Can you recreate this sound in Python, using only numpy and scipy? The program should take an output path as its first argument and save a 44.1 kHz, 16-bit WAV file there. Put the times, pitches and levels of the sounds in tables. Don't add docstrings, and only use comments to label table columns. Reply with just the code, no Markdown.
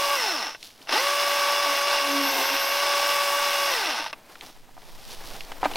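import sys
import numpy as np
from scipy.fft import rfft, irfft, next_fast_len
from scipy.io import wavfile
from scipy.ndimage import map_coordinates

SR = 44100
rng = np.random.default_rng(int(sys.argv[2]) if len(sys.argv) > 2 else 0)


def file_out(sig):
    cols = np.atleast_2d(sig).T
    lim = np.clip(cols, -1, 1)
    pcm = np.round(lim * 32767).astype(np.int16)
    wavfile.write(sys.argv[1], SR, pcm)


N = 254016


def amp(db):
    return 10 ** (np.asarray(db) / 20)


def unit(x):
    return x / np.sqrt(np.mean(x ** 2) + 1e-20)


def along(points, hz):
    f, v = np.transpose(points)
    return np.interp(np.log(hz + 1), np.log(f + 1), v)


def curve(rows):
    return np.interp(np.arange(N) / SR, *np.transpose(rows))


def wobble(rate):
    knots = rng.standard_normal(int(N * rate / SR) + 4)
    return map_coordinates(knots, [np.arange(N) * rate / SR])


def swell(s, half_length):
    return np.exp(-((np.arange(N) / SR - s) / half_length) ** 2)


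def coloured(x, colour):
    size = 2 * next_fast_len(x.shape[-1] // 2 + 4096)
    cepstrum = irfft(np.log(amp(colour(np.fft.rfftfreq(size, 1 / SR)))))
    cepstrum[1:size // 2] *= 2
    cepstrum[size // 2 + 1:] = 0
    return irfft(rfft(x, size) * np.exp(rfft(cepstrum)))[..., :x.shape[-1]]


def noise(points):
    return unit(coloured(rng.standard_normal(N), lambda hz: along(points, hz)))


def resonance(hz, centre, width):
    return 20 * np.log10(np.abs(hz * width / (centre ** 2 - hz ** 2 + 1j * hz * width)) + 1e-6)


def peaks(rows, hz):
    return sum(db / (1 + (2 * (hz - centre) / width) ** 2) for centre, width, db in rows)


def grains(rate, spread_db):
    ticks = (rng.random(N) < rate / SR) * rng.standard_normal(N)
    return unit(ticks * amp(spread_db * np.clip(rng.standard_normal(N), -2, 2)))


def burst(t60):
    t = np.arange(SR // 5) / SR
    return rng.standard_normal(len(t)) * 1000 ** (-t / t60)


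def add(track, s, db, sound):
    part = track[round(s * SR):][:len(sound)]
    part += amp(db) * sound[:len(part)] / np.abs(sound).max()


TEETH = 6
FULL_HZ = 570
BOG_HZ = 13
SURGE_DB = 4.5
# time in seconds, teeth passing the sprocket in Hz.
CHAIN_SPEED = [(1.06, 568.4), (1.14, 574.5), (1.44, 569.6), (1.6, 576.3), (1.78, 564.7), (1.87, 573.0),
               (2.02, 566.6), (2.2, 564.7), (2.41, 536.8), (2.48, 554.8), (2.66, 556.2), (2.8, 570.6),
               (3.23, 570.4), (3.31, 566.4), (3.41, 572.2), (3.69, 563.6)]


def saw():
    fast, coasting, rattle, ring = trigger()
    held_speed = curve(CHAIN_SPEED)
    speed = fast * held_speed
    teeth = 2 * np.pi * np.cumsum(speed) / SR
    buried = np.clip((FULL_HZ - held_speed) / BOG_HZ, 0, 1)
    pull = np.maximum(np.gradient(fast), 0)
    surge = amp(SURGE_DB * pull / pull.max())
    chain = surge * (links(teeth, fast, rattle, ring) + chips(fast))
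    motor = np.sqrt(surge) * whine(speed, teeth, buried, coasting)
    return chain + motor + kerf(teeth) + whistle(speed, teeth, buried) + clacks()


SPIN_UP_S = 0.083
SLACKEN_S = 0.058
TAUT_RING_DB = -18
# pressed in seconds, released in seconds, chain at rest in seconds, rattle in dB before the mix,
# share of full speed below which the rattle fades, ring of the coasting chain in dB over the rattle before the mix.
TRIGGER_PULLS = [(-1, 0.15, 0.58, -25, 0.51, -4.5), (0.866, 3.7, 4.122, -24, 0.31, -17)]


def trigger():
    t = np.arange(N) / SR
    spin, coasting, rattle, ring = np.zeros((4, N))
    for on, off, rest, rattle_db, fade_share, slack_db in TRIGGER_PULLS:
        rise = 1 - np.exp(-(np.maximum(t - on, 0) / SPIN_UP_S) ** 2)
        share = rise * np.clip((rest - t) / (rest - off), 0, 1)
        free = np.clip((t - off) / SLACKEN_S, 0, 1) * (share > 0)
        level = amp(rattle_db) * share / np.hypot(share, fade_share)
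        spin += share
        coasting += free
        rattle += level
        ring += level * amp(TAUT_RING_DB + free * (slack_db - TAUT_RING_DB))
    return spin, coasting, rattle, ring


# frequency in Hz, gain in dB.
SAW_COLOUR = [(90, -63), (190, -28), (290, -15), (600, -10.5), (1200, -10), (3000, -8), (6000, -9),
              (7000, -27.5), (11000, -19.5), (15600, -40)]
# centre in Hz, width in Hz, lift in dB.
BODY_PEAKS = [(667, 177, 6), (887, 160, 11.5), (1167, 172, 10.5), (1519, 173, 10), (1918, 185, 5.5),
              (2180, 140, 3), (2700, 394, 8.5), (3545, 350, 4), (4130, 290, 2), (5080, 390, 7),
              (5345, 160, 9)]


def body(hz):
    return along(SAW_COLOUR, hz) + peaks(BODY_PEAKS, hz)


def links(teeth, fast, rattle, ring):
    dense = np.sqrt(fast) * grains(rate=14000, spread_db=2)
    clinks = np.sqrt(1 - fast) * grains(rate=2500, spread_db=2)
    tooth_beat = 1 + 0.22 * np.cos(teeth) + 0.11 * np.cos(teeth / 2)
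    unevenness = amp(0.16 * wobble(250) + 0.73 * wobble(14))
    slaps = unit((dense + clinks) * tooth_beat * unevenness)
    slapping = unit(coloured(slaps, lambda hz: body(hz) + along([(6000, 2.0), (7500, 0.5)], hz)))
    ringing = unit(coloured(slaps, lambda hz: 2 * resonance(hz, 5250, 430)))
    return amp(-1.0) * rattle * slapping + amp(2) * ring * ringing


SPRAY_GROWS = 1.3
# frequency in Hz, relative level in dB.
CHIP_COLOUR = [(3000, -55), (6500, 4.5), (10700, 3), (15600, 0)]
# time in seconds, level in dB before flutter and surge.
CHIP_LEVEL = [(.1, -37), (1.1, -37), (2.6, -40), (3.1, -35.5), (3.7, -37)]


def chips(fast):
    flutter_db = 1.0 * wobble(200)
    return noise(CHIP_COLOUR) * amp(curve(CHIP_LEVEL) + flutter_db) * fast ** SPRAY_GROWS


WHINE_DB, BURIED_DB, COASTING_DB = 1, -2.5, -4.4


def whine(speed, teeth, buried, coasting):
    fade_in = np.clip(speed / 100 - 0.4, 0, 1)
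    level_db = WHINE_DB + BURIED_DB * buried + COASTING_DB * coasting
    return drive(speed, teeth) * fade_in * amp(level_db)


SOFTNESS_DB = 0.57
# multiple of the sprocket's turn rate, rms in dB at full speed before the whine's gains.
DRIVE_LINES = [(4, -53), (6, -33.5), (8, -73), (9, -47), (11.55, -39), (12, -31.5), (16, -47), (17, -43),
               (18, -48), (23.1, -43.5), (24, -41.5), (30, -40.5), (36, -43), (52, -42.5), (58, -47.5),
               (66.4, -48.5), (104, -54)]
# centre in Hz, width in Hz, lift in dB before the sweep is exaggerated.
FLARE_PEAKS = [(310, 55, 5.5), (856, 84, 3), (1600, 110, 4.5), (2017, 92, 11), (4200, 570, 5.5),
               (5750, 280, 5.5)]


def drive(speed, teeth):
    grid = np.arange(0, SR // 2, 10)
    response = body(grid) + peaks(FLARE_PEAKS, grid)
    slowness = 1 - speed / FULL_HZ
    out = np.zeros(N)
    for order, db in DRIVE_LINES:
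        k = order / TEETH
        lift_db = np.interp(k * speed, grid, response) - np.interp(k * FULL_HZ, grid, response)
        softness_db = SOFTNESS_DB * k * (slowness ** 2 + 3 * slowness ** 4)
        slip = 0.1 * min(k, 6) * (1 + 2 * np.abs(slowness)) * wobble(110)
        flutter_db = 0.68 * min(k, 3) * wobble(45)
        out += amp(db + 1.12 * lift_db - softness_db + flutter_db) * np.sin(k * teeth + slip)
    return np.sqrt(2) * out * (speed / FULL_HZ) ** 0.053


# middle in seconds, half length in seconds, tone in dB, growl in dB.
CHATTER = [(1.702, .03, -41.5, -77), (2.182, .1, -29.5, -53), (2.393, 0.043, -40, -28),
           (2.535, 0.034, -39.5, -44)]


def kerf(teeth):
    tone = np.sqrt(2) * np.sin(teeth / 2 + 0.44 * wobble(40))
    growl = noise([(250, -54), (400, -1), (520, -14.5), (620, -8), (900, -3), (1400, -25)])
    out = np.zeros(N)
    for s, half_length, tone_db, growl_db in CHATTER:
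        out += swell(s, half_length) * (amp(tone_db) * tone + amp(growl_db) * growl)
    return out


WHISTLE_DB, WHISTLE_RING_HZ, WHISTLE_WIDTH_HZ = -42.5, 12240, 510
WHISTLE_LOAD_DB, WHISTLE_DRIFT_DB = 5.5, 3.5


def whistle(speed, teeth, buried):
    ratio = 22.22
    level_db = WHISTLE_DB + WHISTLE_LOAD_DB * buried
    level_db = level_db + resonance(ratio * speed, WHISTLE_RING_HZ, WHISTLE_WIDTH_HZ)
    drift_db = WHISTLE_DRIFT_DB * (1 - buried) * wobble(8.7) + 1.8 * wobble(39.6)
    return np.sqrt(2) * amp(level_db + drift_db) * np.sin(ratio * teeth + 0.71 * wobble(200))


# frequency in Hz, gain in dB.
CLACK_TILT = [(600, 5), (2700, 4), (5000, -8.5), (12000, -4)]
# start in seconds, peak in dB.
CLACKS = [(0.483, -27), (.548, -25.5), (0.872, -30), (0.893, -16.5), (4.063, -20), (4.129, -19.5)]


def clacks():
    out = np.zeros(N)
    for s, db in CLACKS:
        add(out, s, db, coloured(burst(t60=0.033), lambda hz: body(hz) + along(CLACK_TILT, hz)))
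    return out


STEP_RISE_SHARE = 0.8
# full weight in seconds, fade in seconds, scuff in dB and crackle in dB before the mix.
STEPS = [(.648, 0.064, -55.5, -45.5), (.83, 0.1, -57, -55), (4.17, 0.13, -53, -66),
         (4.32, 0.093, -53.5, -56.5), (4.455, 0.075, -48, -49), (4.8, 0.21, -57, -62),
         (4.92, 0.078, -56, -53.5), (5.035, 0.084, -53, -51), (5.115, 0.039, -49, -40.5),
         (5.26, 0.087, -49.5, -47.5), (5.34, 0.28, -46.5, -48), (5.52, .08, -53.5, -69),
         (5.7, 0.093, -41.5, -51), (5.76, 0.054, -40, -44)]
# frequency in Hz, relative level in dB.
LEAVES = [(300, -41), (1200, -20), (3300, 0), (5500, -1), (7600, -11.5), (11300, -9.5), (15600, -18)]
# frequency in Hz, relative level in dB.
SOIL = [(40, -21.5), (200, -3), (800, 3), (1300, -3.5), (2500, -7), (6000, -18)]
# start in seconds, peak in dB, pitch in Hz.
TWIGS = [(.628, -27.5, 3220), (.705, -37, 2500), (.817, -36, 2840), (0.826, -38, 4500), (4.355, -34, 1700),
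         (4.41, -24.5, 2980), (4.819, -41, 2800), (5.029, -47, 2500), (5.407, -22.5, 2770),
         (5.736, -26, 3170), (5.757, -17.5, 3900)]
# start in seconds, peak in dB.
THUDS = [(0.807, -48), (5.519, -30)]


def footsteps():
    t = np.arange(N) / SR
    scuff, crackle = np.zeros((2, N))
    for s, fade, scuff_db, crackle_db in STEPS:
        weight = np.exp(-np.maximum((s - t) / STEP_RISE_SHARE, t - s) / fade)
        scuff = np.hypot(scuff, amp(scuff_db) * weight)
        crackle = np.hypot(crackle, amp(crackle_db) * weight)
    crumbs = grains(rate=1300, spread_db=4) + 0.89 * rng.standard_normal(N)
    out = amp(1.0) * crackle * unit(coloured(crumbs, lambda hz: along(LEAVES, hz)))
    out += amp(3.0) * scuff * noise(SOIL) * amp(2.5 * wobble(70))
    for s, db, pitch in TWIGS:
        add(out, s, db, coloured(burst(t60=0.016), lambda hz: 2 * resonance(hz, pitch, 0.73 * pitch)))
    for s, db in THUDS:
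        add(out, s, db, coloured(burst(t60=0.0056), lambda hz: resonance(hz, 275, 21)))
    return out


# start in seconds, peak in dB, splintering in dB relative to the knock.
KNOCKS = [(4.69, -42, -24), (4.766, -37.5, -23), (4.777, -36, -21), (5.518, -27, 0), (5.617, -40, 10),
          (5.6301, -11.5, -17.5), (5.6393, -16, -6), (5.6466, -20, 0.5), (5.6557, -10, -9.5),
          (5.6592, -16.5, -17), (5.713, -30, 3), (5.757, -21, 0)]
# frequency in Hz, typical relative level in dB, 60 dB decay in seconds.
SLAB_MODES = [(290, -18, 0.099), (613, -2.5, 0.02), (766, 6, 0.02), (984, -0.5, 0.021), (1230, -6, 0.028),
              (1540, -11, 0.028), (1950, -16, 0.023), (2380, -15, 0.024)]


def slab():
    out = np.zeros(N)
    t = np.arange(SR // 5) / SR
    hz, level, t60 = np.transpose(SLAB_MODES)[:, :, None]
    for s, db, splinter_db in KNOCKS:
        strength = amp(level + rng.normal(0, 1.6, hz.shape) - 60 * t / t60)
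        modes = strength * np.sin(2 * np.pi * (hz * t + rng.random(hz.shape)))
        soft_onset = 1 - np.exp(-t / 0.00061)
        add(out, s, db, np.sum(modes, axis=0) * soft_onset)
        fibres = coloured(burst(t60=0.045), lambda f: 2 * resonance(f, 1840, 2400))
        add(out, s, db + splinter_db, fibres)
    return out


# time in seconds, rms in dB.
BREEZE = [(0, -62), (1, -61.5), (4.2, -56.5), (5.2, -38.5)]
# frequency in Hz, relative level in dB.
RUMBLE = [(15, 2), (30, -17.5), (60, -32), (120, -23.5), (250, -40), (1000, -48)]
# frequency in Hz, relative level in dB.
WOODS = [(100, -9.5), (250, -8), (1100, -20.5), (1700, -16), (15600, -30)]


def air():
    apart = np.array([[1], [-1]])
    rumble = noise(RUMBLE) + 0.5 * apart * noise(RUMBLE)
    return amp(curve(BREEZE)) * unit(rumble) + amp(-60.0) * noise(WOODS)


def scene():
    return saw() + footsteps() + slab() + air()


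TOP_HZ = 15850


def record(dry):
    size = next_fast_len(N + SR // 4)
    below_top = np.fft.rfftfreq(size, 1 / SR) < TOP_HZ
    return irfft(rfft(dry, size) * below_top, size)[:, :N]


dry = scene()
out = record(dry)
file_out(out)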